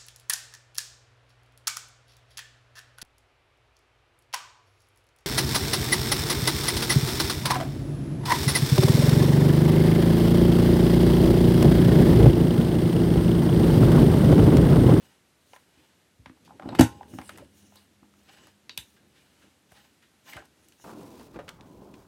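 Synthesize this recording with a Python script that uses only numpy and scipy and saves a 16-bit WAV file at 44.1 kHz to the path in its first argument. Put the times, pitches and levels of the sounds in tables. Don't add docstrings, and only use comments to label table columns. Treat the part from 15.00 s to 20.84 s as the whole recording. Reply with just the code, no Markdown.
import sys
import numpy as np
from scipy import signal
from scipy.fft import rfft, irfft, next_fast_len
from scipy.io import wavfile
from scipy.ndimage import uniform_filter1d

SR = 44100
rng = np.random.default_rng(int(sys.argv[2]) if len(sys.argv) > 2 else 0)


def dump(signal):
    limited = np.clip(np.atleast_2d(signal).T, -1, 1)
    pcm = np.round(limited * 32767).astype(np.int16)
    wavfile.write(sys.argv[1], SR, pcm)


def gain_from_db(level_db):
    decades = np.asarray(level_db, float) / 20
    return 10 ** decades


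N = 257588

# (t/s, crack level/dB, crack length/ms, signed push on the table, push length/ms)
SNAP = [
    (1.7883, -28.5, 3.24, 0.032, 2),
    (1.7929, -18.5, 3.5, -0.078, 0.51),
    (1.7955, -17.5, 4, -0.6, 0.77),
    (1.8089, -10.5, 3.44, 0.24, 1.1),
    (1.8176, -25.5, 2.7, -0.61, 5.8),
    (1.826, -32, 3.4, -0.45, 4.5),
]
# (f/Hz, level/dB per Hz)
CRACK_COLOUR = [(290, -28), (500, -11), (880, -1), (1180, -21.5), (1380, -6.5), (2500, -16), (5300, -22.5),
                (6420, -18), (13400, -23.5), (16000, -35.5)]
# (f/Hz, level/dB, t60/s)
CASE_MODES = [(3623, -7.5, 0.03), (6400, -13, 0.177), (6520, -6, 0.09), (6336, -13, 0.12),
              (8200, -12.5, 0.12), (8324, -1, 0.092), (10900, -5, 0.13), (14000, -13, 0.11)]
# (f/Hz, level/dB, t60/s)
BLADE_MODES = [(1378.8, -25.5, .017), (2140, -32, .014), (2948.7, -20, 0.024), (4517, -28, .012),
               (4665.6, -33.5, 0.014)]
# (f/Hz, level/dB, t60/s)
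SPRING_MODES = [(6442, -31, 0.005), (3900, -31.5, .014), (1550, -33, 0.045)]
# (f/Hz, level/dB, t60/s)
TABLE_MODES = [(114.64, -13.5, 0.21), (258.8, 4.5, 0.085), (312.6, -3.5, 0.17), (501.1, -10, 0.1686),
               (681.24, -28.5, 0.13), (821.1, -33.5, 0.95), (932.2, -22, 0.17), (1053.5, -30, 0.7),
               (1570, -37, 0.24), (1785, -42.5, 0.3), (1756.8, -28.5, 0.11), (1924, -35, 0.626)]
# (f/Hz, level/dB, t60/s)
FRAME_MODES = [(72, -24, 0.49), (175.6, -15.5, 0.061), (207.06, -11.5, 0.065), (354, -9.5, .07)]
# (t/s, peak level/dB, push length/ms)
THUDS = [(0.536, -63.5, 7.6), (0.775, -57.5, 0.9), (1.194, -34.5, 6.96), (1.266, -40.5, 3.76),
         (1.3, -45, 1.14), (1.659, -31.5, 1.57), (1.69, -38.5, 1.54), (1.728, -35.5, 1.7),
         (2.136, -36, 2.2), (2.15, -40, 1.9), (2.188, -34.5, 2), (2.352, -58, 3.05), (2.398, -37.5, 9.3),
         (3.027, -50, 1.87), (3.699, -53, 3.9), (3.784, -35.5, 5.6), (4.72, -45.5, 5.41),
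         (5.359, -33.5, 5.54)]

# (t/s, peak level/dB, half width/octaves)
CREAKS = [(1.37, -57, 0.243), (1.476, -47.5, 0.194), (1.494, -51, 0.235), (1.506, -42, 0.316),
          (1.596, -33, 0.77), (1.622, -36, 0.77), (1.631, -36.5, 0.75), (1.657, -39.5, 0.29),
          (1.688, -30.5, 0.99), (1.721, -39.5, 0.56), (1.73, -40.5, 0.81), (1.749, -26.5, 1.1),
          (2.008, -33, 0.25), (2.03, -42, 1.065), (2.137, -42.5, 0.84), (2.186, -27, 1.012),
          (2.214, -34.5, 1.29), (2.218, -42, 0.41), (2.721, -51, 0.366), (3.029, -50.5, 0.7)]
CREAK_HZ, CREAK_MS = 832.6, 3.1
CREAK_EDGE_DB, EDGE_DB_PER_OCTAVE = -51.5, 29.5
# (t/s, peak level/dB, centre f/Hz, bright edge level/dB re peak)
TAPS = [(0.532, -36.5, 1031, -38.5), (0.561, -42.5, 990, -11), (1.258, -33.5, 1264, -31.5),
        (1.295, -45.5, 1174, -23.5), (1.448, -51, 3650, -6.5), (1.596, -59.5, 3150, -18.5),
        (2.292, -32, 1312, -5.5), (2.374, -42, 1190, 0.5), (2.382, -39, 1177, -5), (2.756, -48.5, 820, 4.5),
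        (3.137, -53.5, 1440, -16), (3.469, -48.5, 803, 0), (4.718, -46, 740, -3.5),
        (5.332, -36.5, 1900, -6.5), (5.366, -31.5, 1114, -11), (5.453, -55, 834, 2.5),
        (5.684, -52.5, 7600, 5), (5.721, -50.5, 3190, -5.5), (5.797, -52, 993, -17.5)]
TAP_OCTAVES, TAP_MS = 0.93, 4.18
# (t/s, peak level/dB, centre f/Hz,
# contact/ms)
BRUSHES = [(0.767, -59.5, 2590, 53), (1.451, -54.5, 3220, 24), (1.635, -40.5, 663, 88),
           (1.749, -33.5, 2600, 13), (2.385, -47.5, 597, 34), (3.962, -53.5, 1677, 18),
           (4.148, -56, 2488, 61.4), (4.415, -53.5, 1810, 31), (4.73, -63.5, 1510, 63.4),
           (5.019, -53.5, 2070, 28.8), (5.335, -47.5, 437, 119), (5.368, -43.5, 816, 19.8),
           (5.42, -44.5, 827, 5.16)]
BRUSH_OCTAVES, BRUSH_EDGE_DB_AT_1K, BRUSH_EDGE_DB_PER_OCTAVE = 0.7, -19.5, 8
# (t/s, peak level/dB, f/Hz, contact/ms)
POCKETS = [(1.51, -51.5, 806, 8.9), (1.69, -39, 3900, 3.3), (1.722, -35, 807, 22.4),
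           (2.215, -47.5, 2317, 9.5), (2.274, -47, 8280, 18), (2.42, -46.5, 550.8, 4.12),
           (2.76, -52, 3999, 25.8), (5.322, -40.5, 2062, 16), (5.369, -39, 1540, 8.6),
           (5.395, -47.5, 1550, 10.8)]
POCKET_OCTAVES, POCKET_EDGE_DB = 0.15, -31

# (t/s, peak level/dB, bright edge level/dB re peak, ring f/Hz)
GUIDE_CLICKS = [
    (3.6938, -27, -37.5, 4070),
    (3.775, -22, 1.5, 3675),
]
# (f/Hz, level/dB, t60/s)
GUIDE_MODES = [(1999, -49, 0.0122), (485.5, -41.5, 0.0189), (898, -32, 0.011)]
CLICK_HZ, CLICK_OCTAVES, CLICK_MS = 2856, 0.52, 2.83
CLICK_RING_DB, CLICK_T60_S = -7.5, 0.0143
CLICK_SPLIT = 0.949, 1., 1.07

# (t/s when fastest, length/s, hiss level/dB, scrape on the case level/dB re hiss)
STROKES = [(0.06, 0.246, -65, 4.5), (0.536, 0.23, -62, -6.5), (0.8, 0.394, -75.5, 10.5),
           (1.746, 0.117, -77, 3), (1.945, 0.258, -72.5, 12.5), (2.177, 0.312, -56.5, -6.5),
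           (2.3, 0.271, -58.5, 3), (2.39, 0.3, -71.5, -11.5), (2.615, 0.23, -58, -7.5),
           (2.779, 0.1783, -62, -1), (3.201, 0.248, -67, -12.5), (3.332, 0.189, -62, 7.5),
           (3.442, 0.207, -65.5, 8), (3.871, 0.36, -66.5, -4.5), (4.202, 0.363, -71, 5.5),
           (4.434, 0.301, -69.5, 3), (4.778, 0.267, -62, 2), (5.302, 0.0983, -48.5, -0.5),
           (5.359, 0.12, -55.5, 6.5), (5.453, 0.051, -64.5, 2.5), (5.643, .2, -65, -5.5),
           (5.826, 0.249, -59.5, -10)]
REST_DB, STROKE_EDGE_DB = -81, -14
STROKE_RISE = 0.4517
# (t/s, load level/dB)
HAND_LOAD = [(0, -63), (.25, -79), (.72, -69), (1.1, -74), (1.4, -61.5), (1.59, -54.5), (1.676, -40.5),
             (1.78, -39), (2.04, -54), (2.159, -48.5), (2.27, -58), (2.401, -48.5), (2.55, -63.5),
             (2.92, -67.5), (3.961, -65.5), (5.15, -73.5), (5.6, -65.5), (5.84, -67.5)]
STRAIN_DB, DRAG_DB = -19.5, -8
# (f/Hz, level/dB per Hz)
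HISS_COLOUR = [(1470, -34), (2500, -18.5), (2900, -1.5), (3460, -10), (5150, -6.5), (6860, -3.5),
               (8020, -7), (13700, -11), (16000, -20)]
# (f/Hz, level/dB, t60/s)
SHEET_MODES = [(1660, -3, .02), (2950, -1, .013), (4959.5, -1, .012), (7800, -3.5, 0.02)]
SHEET_DB = -6

# (f/Hz, level/dB at the blow, t60/s)
STAND_MODES = [(202.2, -59, 8.0), (204.47, -59, 8.0)]
# (f/Hz, level/dB at the blow, t60/s)
SWAY_MODES = [(928, -41, 0.41), (1545.4, -41, .22), (94.3, -54.5, 4.1), (77.36, -56, 3.5)]
# (f/Hz, level/dB re direct, t60/s)
ROOM_BANDS = [(299.23, -2, 0.09), (1215.8, -5.5, 0.1723), (3925, -8, 0.19594), (8400, -7.5, 0.19),
              (12843, -22, 0.11)]
# (f/Hz, level/dB per Hz)
AIR_COLOUR = [(18, -44), (30, -13.5), (75, 0.5), (154, -4), (200, -2), (1080, -12.5), (1520, -11),
              (4040, -14.5), (4860, -17.5), (8020, -19), (12200, -22), (14700, -32), (16300, -55.5)]
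AIR_DB = -63.5


def unit(x):
    return x / np.sqrt(np.mean(x ** 2))


def coloured(x, points):
    hz, db = np.transpose(points)
    size = next_fast_len(len(x))
    log_hz = np.log(np.arange(size // 2 + 1) * SR / size + 1)
    gain = gain_from_db(np.interp(log_hz, np.log(hz), db))
    return irfft(rfft(x, size) * gain, size)[:len(x)]


def band(x, lo_hz, hi_hz):
    edges = [lo_hz, min(hi_hz, 0.45 * SR)]
    return signal.sosfilt(signal.butter(2, edges, "bandpass", fs=SR, output="sos"), x)


def ring(x, modes, damp=1.0):
    out = 0
    for hz, db, t60 in modes:
        pole = np.exp(2j * np.pi * hz / SR - np.log(1000) / (damp * t60 * SR))
        out = out + gain_from_db(db) * signal.lfilter([1], [1, -pole], x).imag
    return out


def add(out, s, piece):
    i = int(s * SR)
    out[i:i + len(piece)] += piece[:len(out) - i]


def walk(rate):
    hold = int(SR / rate)
    steps = np.repeat(rng.standard_normal(N // hold + 1), hold)
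    return unit(uniform_filter1d(steps, hold)[:N])


def push(ms):
    shape = np.sin(np.linspace(0, np.pi, int(ms * SR / 1000) + 3))
    return shape / shape.sum()


def snap():
    tear, jolts, force = np.zeros(N), np.zeros(N), np.zeros(N)
    t = np.arange(1024) / SR
    for s, db, ms, size, push_ms in SNAP:
        envelope = np.minimum(t / 0.0011, 1) / (1 + (1000 * t / ms) ** 2.6)
        burst = gain_from_db(db) * envelope * rng.standard_normal(len(t))
        add(tear, s, burst)
        add(jolts, s, np.array([np.linalg.norm(burst)]))
        add(force, s, size * push(push_ms))

    click = np.zeros(512)
    click[256] = 1
    colour = coloured(click, CRACK_COLOUR)
    colour = colour / np.linalg.norm(colour)
    near = np.roll(signal.fftconvolve(tear, colour)[:N], -256)
    far = np.roll(signal.fftconvolve(jolts, colour)[:N], -256)

    cutting = np.arange(N) < int(SNAP[3][0] * SR)
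    body = gain_from_db(-36) * ring(tear, CASE_MODES, damp=0.2)
    body = body + ring(jolts * ~cutting, SPRING_MODES)
    body = body + ring(jolts * cutting, BLADE_MODES)
    return near + body, far + body, force


def thuds():
    force = np.zeros(N)
    for k, (s, db, ms) in enumerate(THUDS):
        add(force, s - 0.002, (-1) ** k * gain_from_db(db - 2.0) * push(ms))
    return force


def table_boom(jolt):
    modes = TABLE_MODES + FRAME_MODES
    return ring(jolt, modes, damp=0.731) + ring(thuds(), modes)


def ticks(hits, modes):
    near, far = np.zeros(N), np.zeros(N)
    t = np.arange(4096) / SR
    impulse = 1. * (t == 0)
    for s, db, hz, edge_db, octaves, ms in hits:
        shape = np.minimum(t / (0.0011 + ms / 5000), 1) * np.exp(-(1000 * t / ms) ** 2)
        body, edge = rng.standard_normal((2, len(t))) * shape
        spread = 2 ** np.clip(octaves, 0.1, 2)
        layers = ((body, hz / spread, hz * spread, gain_from_db(db)), (edge, 4000, 13000, gain_from_db(db + edge_db)))
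        for x, lo_hz, hi_hz, gain in layers:
            burst = band(x, lo_hz, hi_hz)
            burst = gain * burst / abs(burst).max()
            click = band(impulse, lo_hz, hi_hz)
            smooth = click * np.linalg.norm(burst) / np.linalg.norm(click)
            add(near, s, burst)
            add(far, s, burst if ms > 6 else smooth)
        if modes:
            rung = gain_from_db(db) * ring(body, modes)
        else:
            rung = ring(body, [(hz, 0, 24 / hz)])
            rung = gain_from_db(db - 12 * octaves) * rung / abs(rung).max()
        add(near, s, rung)
        add(far, s, rung)
    return near, far


def small_hits():
    hits = []
    for s, db, wide in CREAKS:
        edge_db = CREAK_EDGE_DB + EDGE_DB_PER_OCTAVE * wide
        hits.append((s, db, CREAK_HZ, edge_db, wide, CREAK_MS))
    for tap in TAPS:
        hits.append((*tap, TAP_OCTAVES, TAP_MS))
    for s, db, hz, ms in BRUSHES:
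        edge_db = BRUSH_EDGE_DB_AT_1K + BRUSH_EDGE_DB_PER_OCTAVE * np.log2(hz / 1000)
        hits.append((s, db, hz, edge_db, BRUSH_OCTAVES, ms))
    for s, db, hz, ms in POCKETS:
        hits.append((s, db, hz, POCKET_EDGE_DB, POCKET_OCTAVES, ms))
    return ticks(hits, None)


def guide():
    hits = [(s, db, CLICK_HZ, edge_db, CLICK_OCTAVES, CLICK_MS) for s, db, edge_db, _ in GUIDE_CLICKS]
    near, far = ticks(hits, GUIDE_MODES)
    impulse = 1. * (np.arange(4096) == 0)
    rings = np.zeros(N)
    for s, db, _, hz in GUIDE_CLICKS:
        modes = [(hz * k, db + CLICK_RING_DB, CLICK_T60_S) for k in CLICK_SPLIT]
        add(rings, s + 0.001054, ring(impulse, modes))
    return near + rings, far + rings


def effort():
    t = np.arange(N) / SR
    s, load_db = np.transpose(HAND_LOAD)
    load = gain_from_db(2 * np.interp(t, s, load_db))
    hiss, scrape = gain_from_db(2 * REST_DB), 0
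    for s, length, db, scrape_db in STROKES:
        away = np.where(t < s, (s - t) / STROKE_RISE, (t - s) / (1 - STROKE_RISE)) / length
        power = gain_from_db(2 * (db + STROKE_EDGE_DB * away ** 1.554))
        hiss = hiss + power
        scrape = scrape + power * gain_from_db(2 * scrape_db)
    powers = hiss, scrape + load * gain_from_db(2 * STRAIN_DB), load + scrape * gain_from_db(2 * DRAG_DB)
    return (10 * np.log10(p) for p in powers)


def slide():
    hiss_db, scrape_db, load_db = effort()
    grit = gain_from_db(2.5 * rng.exponential(size=N) * (rng.random(N) < 0.1))
    grain = coloured(rng.standard_normal(N) * grit, HISS_COLOUR)

    patches = 0
    for hz in (2500, 3900, 6100, 9500, 14800):
        patches = patches + band(grain, hz / 1.25, hz * 1.25) * gain_from_db(1.3 * walk(18))
    hiss = unit(patches) * gain_from_db(hiss_db + 1.8 * walk(44) - 4.5)

    stick_slip = rng.standard_normal(N) * gain_from_db(3.0 * walk(90))
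    scrape = unit(band(stick_slip, 600, 3500))
    scrape = scrape + gain_from_db(-4) * unit(ring(stick_slip, TABLE_MODES[4:], damp=0.2))
    scrape = scrape + gain_from_db(SHEET_DB) * unit(ring(grain, SHEET_MODES))

    uneven = band(rng.standard_normal(N) * gain_from_db(2.3 * walk(30)), 86, 680)
    rumble = unit(ring(uneven, TABLE_MODES[:5], damp=0.1101))
    return hiss + scrape * gain_from_db(scrape_db - 4.0) + rumble * gain_from_db(load_db - 1.5)


def stand():
    blow = np.zeros(N)
    blow[int(SNAP[2][0] * SR)] = 1
    return ring(blow, STAND_MODES + SWAY_MODES)


def room():
    t = np.arange(16384) / SR
    tail = 0
    for hz, db, t60 in ROOM_BANDS:
        part = band(rng.standard_normal(len(t)), hz / 1.776, hz * 1.653)
        part = part * 1000. ** (-t / t60) * np.clip(t / 0.0029, 0, 1)
        tail = tail + gain_from_db(db) * part / np.sqrt(np.sum(part ** 2) / (3 * hz / SR))
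    return tail


def air():
    return unit(coloured(rng.standard_normal(N), AIR_COLOUR)) * gain_from_db(AIR_DB - 2.5 + 0.63 * walk(4.4))


def scene():
    crack, crack_far, jolt = snap()
    boom = table_boom(jolt)
    small, small_far = small_hits()
    clicks, clicks_far = guide()
    steady = slide() + stand() + air()
    to_walls = crack_far + small_far + clicks_far + gain_from_db(-6.5) * boom
    walls = signal.fftconvolve(to_walls, room())[:N]
    return (crack + small + clicks + boom + walls + steady)[None]


def band_limit(x):
    return signal.sosfilt(signal.butter(12, 16490, fs=SR, output="sos"), x)


def record(dry):
    low_cut = signal.butter(8, 59, "highpass", fs=SR, output="sos")
    top_cut = signal.ellip(8, 0.5, 60, 15900, fs=SR, output="sos")
    rounded = np.tanh(signal.sosfilt(low_cut, dry) / 1.1496) * 1.1847
    mix = signal.sosfilt(top_cut, rounded)
    return band_limit(mix)


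dry = scene()
out = record(dry)
dump(out)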